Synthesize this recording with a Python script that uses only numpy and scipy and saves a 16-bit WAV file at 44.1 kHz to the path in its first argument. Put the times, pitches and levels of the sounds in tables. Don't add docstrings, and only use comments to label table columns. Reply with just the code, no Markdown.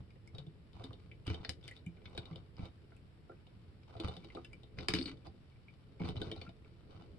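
import sys
import numpy as np
from scipy import signal
from scipy.fft import rfft, irfft, next_fast_len
from scipy.io import wavfile
from scipy.ndimage import uniform_filter1d

SR = 44100
rng = np.random.default_rng(int(sys.argv[2]) if len(sys.argv) > 2 else 0)


def voltage_ratio(decibels):
    exponent = np.asarray(decibels, float) / 20
    return 10 ** exponent


def int16_out(signal):
    q = np.round(np.clip(np.atleast_2d(signal).T, -1, 1) * 32767)
    wavfile.write(sys.argv[1], SR, q.astype(np.int16))


N = 316811
SIZE = next_fast_len(N + SR // 2, True)
FREQ = np.arange(SIZE // 2 + 1) * SR / SIZE

# pitch_hz, density_db (per Hz)
HUM_SPECTRUM = [(20, -15), (50, -1.5), (85, 2.5), (125, 0.5), (200, -9), (400, -18), (630, -24.5),
                (1000, -27.5), (2500, -30), (5400, -38.5), (6300, -59), (7400, -45), (11500, -49.5),
                (12600, -60)]
# pitch_hz, likeness (0-1)
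HUM_LIKENESS = [(60, 0.6), (130, 0.83), (270, 0.78), (580, 0.1), (1230, -0.1), (2620, 0), (5570, 0.01),
                (11800, 0.1)]
# pitch_hz, balance_db
HUM_BALANCE = [(60, -5), (110, -0.5), (190, 4), (350, -1.5), (630, 5), (1130, 2), (2030, 0.5), (3660, -0.5),
               (6580, 6.5), (11800, -3)]
# pitch_hz, balance_db
PORT_BALANCE = [(30, -5), (80, .5), (170, 1), (350, 1), (700, -2.5), (1400, 0), (2800, 2), (5000, 9),
                (9500, 3), (12000, -2)]
# pitch_hz, lead_rad
PORT_PHASE = [(0, 1), (780, -2), (1030, 2), (1460, 0.4), (2240, 0.96), (3450, 1.58), (3880, 1.8),
              (4390, -5), (5940, -11), (7580, -3.5), (8700, -13), (9730, -14.5), (10800, -22), (12000, -21)]

# pitch_hz, level_db, t60_s
BODY_MODES = [(1355, -10, 0.047), (1494, -9.5, 0.058), (1666, -15.5, 0.08), (2060, -9.5, 0.07),
              (2300, -4, 0.059), (2450, -8, 0.055), (2670, -9.5, 0.028), (2972, -3, 0.06),
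              (3160, -8, 0.053), (3538, -6.5, 0.069), (3643, -7, 0.09), (3814, -5.5, 0.082),
              (4030, -11, 0.057), (4360, -6.5, 0.046), (4545, -13, 0.085), (4800, -15, 0.061),
              (5150, -14, 0.069), (5520, -12, 0.032)]
# pitch_hz, level_db, t60_s
CHASSIS_MODES = [(259.8, -5.5, 0.2), (343.5, -0.5, 0.21), (437, 3, 0.092), (519.5, 2.5, 0.094),
                 (666, 1, 0.09), (762.3, 2, 0.1), (855, -12, 0.051), (1049, -7, 0.05)]
# pitch_hz, level_db, t60_s
TABLE_MODES = [(44.7, -18.5, .15), (81.3, 1.5, 0.22), (118.2, 3.5, 0.14), (179.1, -0.5, 0.16),
               (252.7, -3, 0.13), (329.7, -2, 0.18), (416.3, -9, 0.17)]
# pitch_hz, width_hz, level_db
PAWL_BANDS = [(7450, 1800, -3.5), (8400, 1300, 2), (9330, 770, -8), (10900, 1000, -4)]
# pitch_hz, density_db (per Hz)
CRACK_SPECTRUM = [(290, -17), (500, -23), (951, 0), (2240, 4), (3180, 1), (3730, -14), (4900, 7.5),
                  (6730, -12), (8680, -56), (11600, -30), (12300, -55), (16000, -69), (22000, -120)]

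# time_s, level_db
HAND_RUMBLE = [(0.0, -61), (0.92, -59), (1.08, -58.5), (2.28, -57), (2.36, -58.5), (2.96, -63), (3.88, -62),
               (4.08, -52), (4.62, -59), (4.8, -51), (4.98, -45), (5.4, -62), (5.7, -69), (6.0, -56),
               (6.2, -42.5), (6.52, -62), (6.7, -61), (7.18, -54)]
# start_s, length_s, level_db, low_mid_db (relative)
GEAR_RATTLES = [(0, 0.014, -57.5, 7.5), (0.326, 0.1, -71, 11), (0.741, 0.22, -68, 8),
                (0.986, 0.099, -76, 0), (1.261, 0.096, -51.5, 0), (1.334, 0.19, -72, 11.5),
                (1.436, 0.01, -52, -9), (1.624, 0.053, -62, -12), (1.669, 0.14, -68, -14),
                (2.027, 0.23, -70, 7.5), (2.164, 0.27, -73.5, 14), (2.575, .12, -62.5, 8),
                (3.875, 0.13, -67, 9), (3.994, 0.16, -56, 8.5), (4.142, 0.29, -72, 1), (4.035, .04, -56, 0),
                (4.353, 0.05, -68, 16), (4.775, 0.098, -59.5, 3.5), (4.893, 0.04, -46, -4),
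                (4.945, 0.05, -45.5, -13), (4.99, .055, -49, -14), (5.055, 0.08, -54, -9),
                (5.245, 0.036, -64.5, 8), (5.996, .05, -60, 10), (6.04, .085, -52.5, 7), (6.15, .2, -59, 6),
                (6.352, 0.15, -68, 5.5), (6.892, 0.2, -73, 10)]
# start_s, peak_db, pitch_hz
SHOVES = [(.004, -42, 112), (.171, -62, 67.3), (.75, -45.5, 83.4), (1.3, -31, 96.9), (1.399, -39, 53.8),
          (1.489, -36, 122.5), (1.678, -54, 80.7), (2.058, -44, 79.6), (2.179, -38.5, 68.6),
          (2.594, -35, 131), (2.629, -34.5, 56.5), (4.043, -30.5, 103), (4.083, -36.5, 85),
          (4.355, -39, 320), (4.784, -36, 103.5), (4.887, -30.5, 351), (4.938, -24, 306),
          (5.011, -36.5, 348), (5.268, -44.5, 170), (6.039, -31.5, 100), (6.084, -34, 80.7),
          (6.479, -41.5, 122)]
# start_s, peak_db, pitch_hz
JOLTS = [(.34, -40.5, 107), (.384, -42.5, 139), (.468, -41.5, 155), (.798, -42.5, 110), (.842, -44, 265),
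         (.888, -42.5, 108), (1.274, -32.5, 99.6), (1.866, -34, 169.3), (2.31, -37.5, 159),
         (2.359, -44.5, 99.6), (3.298, -51.5, 362), (3.959, -40.5, 108), (3.999, -38, 320),
         (4.169, -46.5, 176), (4.249, -51.5, 329), (4.988, -31, 261.2), (5.057, -37, 290),
         (5.084, -41, 267), (6.005, -31, 175.6), (6.164, -34.5, 106), (6.216, -37.5, 323),
         (6.268, -38, 87.5), (6.314, -41.5, 320), (6.373, -41.5, 91.5), (6.414, -49, 79.4),
         (6.949, -49, 100)]

# start_s, peak_db, knock_db
BOOM_SLIPS = [(0.3488, -50, 2), (.383, -41, -7.5), (0.4659, -56, 0), (.7312, -56.5, -6), (.84, -37.5, -5),
              (0.9304, -49.5, -2.5), (1.764, -49, -11), (2.1487, -50.5, 3), (2.1763, -34, -2.5),
              (2.255, -47, -15), (2.358, -45, -2), (2.654, -47, -3), (3.4678, -57.5, 2), (3.9663, -53, 10),
              (4, -33.5, -5.5), (4.0827, -36, 1.5), (4.138, -48, -2), (4.1664, -41.5, -5), (4.245, -48, -4),
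              (4.349, -46, 6), (4.6325, -51.5, -4), (6.0881, -36.5, -2), (6.2163, -34, 0),
              (6.2692, -53, -6), (6.3148, -36, -1), (6.3624, -48.5, 2), (6.4911, -52, 3)]
# start_s, peak_db, pitch_hz, treble_db
PAWL_SNAPS = [(0.275, -52.5, 2150, -14.5), (1.2513, -60, 2900, -21), (1.493, -31, 4030, -13),
              (1.6397, -48, 3600, -25), (1.6787, -41, 3720, -15.5), (1.711, -46, 1950, -16),
              (1.863, -46, 2440, -16.5), (2.965, -57.5, 2530, -13), (4.2308, -58, 2300, -25),
              (4.4466, -46, 2750, -16.5), (4.5306, -48, 2300, -17), (4.8849, -24, 2450, -15),
              (4.9376, -24, 4360, -21.5)]
# start_s, peak_db, pitch_hz
PINGS = [
    (1.1144, -45.5, 2330),
    (4.3018, -49.5, 2086),
    (4.5131, -64, 2070),
    (5.683, -49, 2374),
    (6.4655, -48.5, 1400),
]
# start_s, peak_db, pitch_hz
DRUM_CLACKS = [
    (0.1573, -60.5, 1940),
    (1.3013, -40.5, 2385),
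    (1.9698, -59, 2180),
    (2.017, -60, 2360),
    (2.2313, -57, 2320),
    (2.3288, -55, 2230),
    (2.5918, -52, 2330),
    (6.0351, -43, 2300),
    (6.6466, -58, 2350),
]
# start_s, peak_db, pitch_hz, knock_db
SEAT_KNOCKS = [(0.8059, -52.5, 1140, 7), (0.9075, -50.5, 1160, 2), (1.6122, -64, 1350, -7),
               (2.3111, -52.5, 1160, -0.5), (2.5671, -56.5, 1510, -10), (2.9201, -59.5, 1460, 4),
               (3.2959, -52.5, 1380, 8.5), (3.3184, -54.5, 1390, 2), (3.8328, -61.5, 1430, -5),
               (3.907, -55, 1160, -0.5), (3.9518, -54.5, 1270, 11.5), (4.0479, -48, 1395, 0.5),
               (4.371, -43, 1230, 7.5), (4.7726, -57, 1370, -0.5), (4.7867, -39.5, 1480, -1.5),
               (4.808, -45.5, 1280, -3), (6.002, -50.5, 2180, 13)]
# start_s, peak_db, pitch_hz, knock_db
GEAR_JUMPS = [(1.277, -34, 2870, -10), (1.3435, -38.5, 3230, -3.5), (1.4483, -33.5, 3810, -10.5),
              (2.0556, -44.5, 2220, -17), (4.9861, -29, 4360, -16), (5.012, -35, 4370, -15),
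              (5.0569, -32.5, 4440, -21), (5.2486, -63, 3150, -2), (5.268, -49, 4800, 2),
              (6.1654, -41.5, 3160, -7.5), (6.4144, -40.5, 3010, -3.5)]
# start_s, peak_db, pitch_hz, focus (0-1)
MORE_SLIPS = [
    (.105, -58, 2150, 0.3),
    (1.267, -41, 3000, 0.08),
    (4.949, -28.5, 4360, 0.24),
    (5.171, -60, 3550, .33),
    (5.997, -62, 2300, 0.8),
    (6.017, -55, 2300, 0.9),
    (6.906, -59, 3060, 0.34),
]
# start_s, peak_db, pitch_hz, t60_s
PART_RINGS = [(.2748, -55, 4900, .015), (1.1145, -62, 2334, .04), (1.28, -37, 275, .15),
              (1.31, -39, 290, .12), (1.4, -46, 240, .1), (1.2773, -38, 2910, .02),
              (1.302, -46, 2330, .06), (1.3445, -42, 3040, .03), (1.3945, -61, 2070, .015),
              (1.4144, -60, 3640, .015), (1.4486, -32, 1800, .012), (1.493, -41, 2890, .02),
              (1.629, -52.5, 3500, .02), (1.6863, -43, 2080, 0.024), (1.79, -57, 4030, .03),
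              (1.8631, -54, 2370, .06), (1.983, -62, 1450, .03), (2.056, -49, 3710, .08),
              (2.097, -67, 8000, .02), (2.1762, -43.5, 1505, 0.028), (2.1765, -43, 2300, .03),
              (2.177, -52, 8400, .025), (2.178, -46, 620, .06), (2.231, -58, 3600, .012),
              (2.329, -56, 3670, .012), (2.358, -48.5, 3000, .02), (2.778, -65, 1700, .015),
              (2.9201, -59, 2100, 0.011), (2.9652, -59, 2555, .06), (3.296, -60, 2100, .012),
              (3.368, -67, 2500, .03), (3.4675, -63, 3050, .03),
              (4.245, -55, 835, .07), (4.302, -49.5, 2900, .02), (4.349, -54, 2900, .012),
              (4.366, -50, 2350, .02), (4.4463, -50.5, 3530, .025), (4.449, -54.5, 1700, .04),
              (4.447, -53, 5000, .025), (4.531, -59, 5000, .02), (4.532, -55, 1300, .02),
              (4.533, -47, 2346, .05), (4.633, -55, 3100, .03), (4.7864, -47, 2090, 0.023),
              (4.832, -53, 3750, .04), (4.885, -25, 2380, .022), (4.8853, -35, 1740, 0.015),
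              (4.908, -41, 3000, .02), (4.9377, -33, 5060, .025), (4.949, -37, 2400, 0.028),
              (4.9866, -37.5, 2390, 0.035), (5.012, -40, 2300, .03), (5.025, -38, 4500, .04),
              (5.0572, -35, 4385, 0.044), (5.083, -48.5, 2510, .03), (4.808, -50, 3900, .03),
              (5.083, -50, 1500, .03), (5.23, -62, 2500, .03), (5.52, -64, 2300, .04),
              (5.56, -61.5, 2300, .03), (5.996, -52, 2320, .14), (6.008, -41.5, 900, .04),
              (6.015, -48, 2320, .12), (6.021, -52, 3100, .02), (6.048, -46, 2316, .06),
              (6.05, -47, 4300, .03), (6.088, -42.5, 2960, 0.023), (6.1726, -45.5, 3980, 0.045),
              (6.174, -46, 3000, .02), (6.2163, -40, 3090, .03), (6.218, -41, 1490, 0.036),
              (6.232, -46, 4400, .03), (6.29, -54.5, 1600, .02), (6.3145, -41.5, 3100, .025),
              (6.316, -44, 2300, .05), (6.374, -50.5, 3830, 0.046), (6.4143, -47, 4490, .04),
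              (6.417, -46, 2300, .05), (6.475, -52, 2450, .05), (6.492, -51, 2450, 0.045),
              (6.66, -58.5, 1340, .03)]


def on_log(points, hz=FREQ):
    f, v = np.transpose(points)
    return np.interp(np.log(hz + 1), np.log(f + 1), v)


def shape(x, gain):
    return irfft(rfft(x, SIZE) * gain, SIZE)[..., :N]


def unit(x):
    return x / np.sqrt(np.mean(x ** 2))


def add(out, start_s, sound):
    i = int(start_s * SR)
    out[..., i:i + sound.shape[-1]] += sound[..., :N - i]


def walk(rate):
    k = int(SR / rate)
    held = np.repeat(rng.standard_normal(N // k + 1), k)
    return uniform_filter1d(uniform_filter1d(held, k), k)[:N]


def dull(top_hz):
    return signal.freqs(*signal.butter(5, top_hz, analog=True), FREQ)[1] ** 2


def bands(resonances):
    return sum(voltage_ratio(db) / (1 + 2j * (FREQ - hz) / width) ** 2 for hz, width, db in resonances)


def resonate(force, modes, widen, top_hz):
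    gain = 0
    for hz, db, t60 in modes:
        width = widen * np.log(1000) / np.pi / t60
        gain = gain + voltage_ratio(db) / (1 + 2j * (FREQ - hz) / width)
    return unit(shape(force, gain * dull(top_hz)))


def ring(modes, extra_db, chance, length_s, rise_s, blow=0):
    hz, db, t60 = np.transpose(modes)[:, :, None]
    t = np.arange(int(length_s * SR)) / SR
    phase = 2 * np.pi * hz * (1 + 0.0068 * chance[0][:, None]) * t + np.pi * chance[1][:, None]
    decay = np.exp(-np.log(1000) * t / t60)
    y = (voltage_ratio(db + extra_db[:, None]) * decay * np.sin(phase)).sum(axis=0)
    y = y * (1 - np.exp(-t / rise_s)) * (1 + blow * np.exp(-t / 0.0029))
    return y / np.abs(y).max()


def chatter(sound, share_db, t60_s):
    t = np.arange(int(t60_s * SR)) / SR
    noise = rng.standard_normal((3, len(t))) * (rng.random(len(t)) < 0.025)
    bounces = voltage_ratio(share_db) * (noise[0] + 1.7 * noise[1:]) * np.exp(-np.log(1000) * t / t60_s)
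    bounces[:, 0] = 1
    y = signal.fftconvolve(sound[None], bounces, axes=1)
    return y / np.abs(y).max()


def hum():
    alike = np.clip(on_log(HUM_LIKENESS), 0, 1)
    shared, own = rng.standard_normal(N), rng.standard_normal((2, N))
    side = np.array([[1], [-1]]) / 2
    colour = voltage_ratio(on_log(HUM_SPECTRUM) + on_log(HUM_BALANCE) * side)
    tone = shape(shared, colour * np.sqrt(alike)) + shape(own, colour * np.sqrt(1 - alike))
    return unit(tone) * voltage_ratio(-59 + 0.32 * walk(3.2))


def rumble():
    time_s, level_db = np.transpose(HAND_RUMBLE)
    noise = rng.standard_normal((3, N))
    shake = (noise[0] + 0.35 * noise[1:]) * voltage_ratio(2.5 * walk(30))
    level = voltage_ratio(np.interp(np.arange(N) / SR, time_s, level_db) - 4)
    return resonate(shake, TABLE_MODES, 2.86, top_hz=697) * level


def rattle():
    slips_per_s, scatter_db = 750, 3.3
    t = np.arange(N) / SR
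    strength = voltage_ratio(scatter_db * np.minimum(rng.exponential(size=N), 3))
    noise = rng.standard_normal((3, N))
    force = (rng.random(N) < slips_per_s / SR) * strength * (noise[0] + 1.19 * noise[1:])
    high = resonate(force, BODY_MODES, 2.2, top_hz=5500)
    high = high + voltage_ratio(-22) * unit(shape(force, bands(PAWL_BANDS)))
    low = resonate(force, CHASSIS_MODES, 7.3, top_hz=1573)
    high_gain, low_gain = np.zeros((2, N))
    for start_s, length_s, db, low_db in GEAR_RATTLES:
        corners_s = start_s + np.array([0, 0.008, 0.52 * length_s, 1.096 * length_s])
        gate = np.interp(t, corners_s, [0.0017, 0.57, 0.7, 0.0026])
        high_gain += voltage_ratio(db) * gate
        low_gain += voltage_ratio(db + low_db) * gate
    return high * high_gain + low * low_gain


def thumps():
    shove_t60_s, jolt_t60_s = 0.046, 0.19
    out, modes_hz = np.zeros((2, N)), np.transpose(TABLE_MODES)[0]
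    blows = [(*row, shove_t60_s) for row in SHOVES] + [(*row, jolt_t60_s) for row in JOLTS]
    for start_s, db, hz, t60 in sorted(blows):
        chance = rng.standard_normal((3, len(TABLE_MODES) + 1))
        near_db = -9 - 6 * np.abs(np.log2(modes_hz / hz)) + 3.7 * chance[2, 1:]
        top = ring(TABLE_MODES + [(hz, 0, t60)], np.append(near_db, 0), chance, 0.38, 0.0027)
        add(out, start_s, voltage_ratio(db - 0.5) * chatter(top, -22.5, 0.035))
    return out


def slips():
    rows = [(s, db, 3767, knock, -25, 0.33) for s, db, knock in BOOM_SLIPS]
    for s, db, hz, treble in PAWL_SNAPS:
        rows.append((s, db, hz, -13, treble, 0.22 - 0.1 * (db + 41)))
    rows += [(*row, -20, -39, 0.77) for row in PINGS]
    rows += [(*row, 1.5, -36, 0.46) for row in DRUM_CLACKS]
    for s, db, hz, knock in SEAT_KNOCKS:
        rows.append((s, db, hz, knock, -31, 0.29 + 0.15 * knock))
    for s, db, hz, knock in GEAR_JUMPS:
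        rows.append((s, db, hz, knock, -26 + 0.9 * knock, 0.27))
    more_slips = [(s, db, hz, -19, -14.5 - 32 * focus, focus) for s, db, hz, focus in MORE_SLIPS]
    return sorted(rows) + more_slips


def ratchet():
    out, cracks, snaps = np.zeros((3, 2, N))
    modes_hz = np.transpose(BODY_MODES)[0]
    damped_body = [(hz, db, 0.7 * t60) for hz, db, t60 in BODY_MODES]
    parts_n = len(CHASSIS_MODES)
    t = np.arange(3000) / SR
    crack_decay = np.exp(-t / 0.0011)
    snap_decay = np.exp(-t / 0.0016) + 0.22 * np.exp(-t / 0.011)
    for start_s, db, hz, knock_db, treble_db, focus in slips():
        chance = rng.standard_normal((2, 3, len(BODY_MODES) + 1))
        chance[0, 0, -1] = 0
        focus = np.clip(focus, 0, 1)
        near_db = -45 * focus * np.abs(np.log2(modes_hz / hz)) - 6 * focus + 3.9 * chance[0, 2, 1:]
        body = ring(damped_body + [(hz, -6, 0.05)], np.append(near_db, 0), chance[0],
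                    0.11, 0.00046, blow=3.6 * (1 - focus))
        knock = ring(CHASSIS_MODES, 3.4 * chance[1, 2, :parts_n], chance[1, :, :parts_n],
                     0.15, 0.0017, blow=0.67)
        noise = rng.standard_normal((2, 3, len(t)))
        crack = crack_decay * (noise[0, 0] + 1.35 * noise[0, 1:])
        snap = snap_decay * (noise[1, 0] + 1.55 * noise[1, 1:])
        add(out, start_s, voltage_ratio(db - 0.5) * chatter(body, -14.5, 0.05))
        add(out, start_s, voltage_ratio(db + knock_db - 0.5) * chatter(knock, -16, 0.02))
        add(cracks, start_s, voltage_ratio(db - 1 - 32 * focus) * crack)
        add(snaps, start_s, voltage_ratio(db + treble_db) * snap)
    metal = shape(out, dull(top_hz=5680))
    cracks = voltage_ratio(2) * shape(cracks, voltage_ratio(on_log(CRACK_SPECTRUM)) * dull(top_hz=6080))
    return metal + cracks + voltage_ratio(5.5) * shape(snaps, bands(PAWL_BANDS))


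def parts():
    out = np.zeros((2, N))
    for start_s, db, hz, t60 in PART_RINGS:
        chance = rng.standard_normal((3, 5))
        cluster = [(hz, 0, t60)]
        cluster += [(hz * (1 + 0.055 * c), -6, 0.6 * t60) for c in chance[2, 1:]]
        note = ring(cluster, np.zeros(5), chance, 0.12, 0.00033, blow=0.85)
        add(out, start_s, voltage_ratio(db - 3) * chatter(note, -14, 0.03))
    return out


def squeak():
    start_s, length_s, pitch_hz, level_db, sag_hz_per_s = 4.925, 0.19, 8240, -62, 700
    t = np.arange(N) / SR - start_s
    swell = np.sin(np.pi * np.clip(t / length_s, 0, 1)) * voltage_ratio(level_db + 2.5 * walk(60))
    return swell * np.sin(2 * np.pi * (pitch_hz - sag_hz_per_s * t / 2) * t + 1.5 * walk(160))


def ports():
    log_gain = on_log(PORT_BALANCE) / 2 * np.log(10) / 20
    lead_rad = np.interp(FREQ, *np.transpose(PORT_PHASE)) / 2
    return np.exp((log_gain + 1j * lead_rad) * np.array([[1], [-1]]))


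def room():
    t60_s, level_db, top_hz = 0.13, -4, 4840
    t = np.arange(int(0.5 * SR)) / SR
    tail = rng.standard_normal((2, len(t))) * np.exp(-np.log(1000) * t / t60_s) * (t > 0.003)
    tail = tail / np.sqrt(np.sum(tail ** 2, axis=1, keepdims=True))
    thin = FREQ / (FREQ + 400) / np.sqrt(1 + (FREQ / top_hz) ** 2)
    return voltage_ratio(level_db) * rfft(tail, SIZE) * thin


def scene():
    tone = hum()
    crane = rumble() + rattle() + thumps() + ratchet() + parts() + squeak()
    return shape(crane, ports() * (1 + room())) + tone


def band_limit(x):
    return signal.sosfilt(signal.butter(12, 12440, fs=SR, output="sos"), x)


def record(dry):
    return band_limit(dry)


dry = scene()
out = record(dry)
int16_out(out)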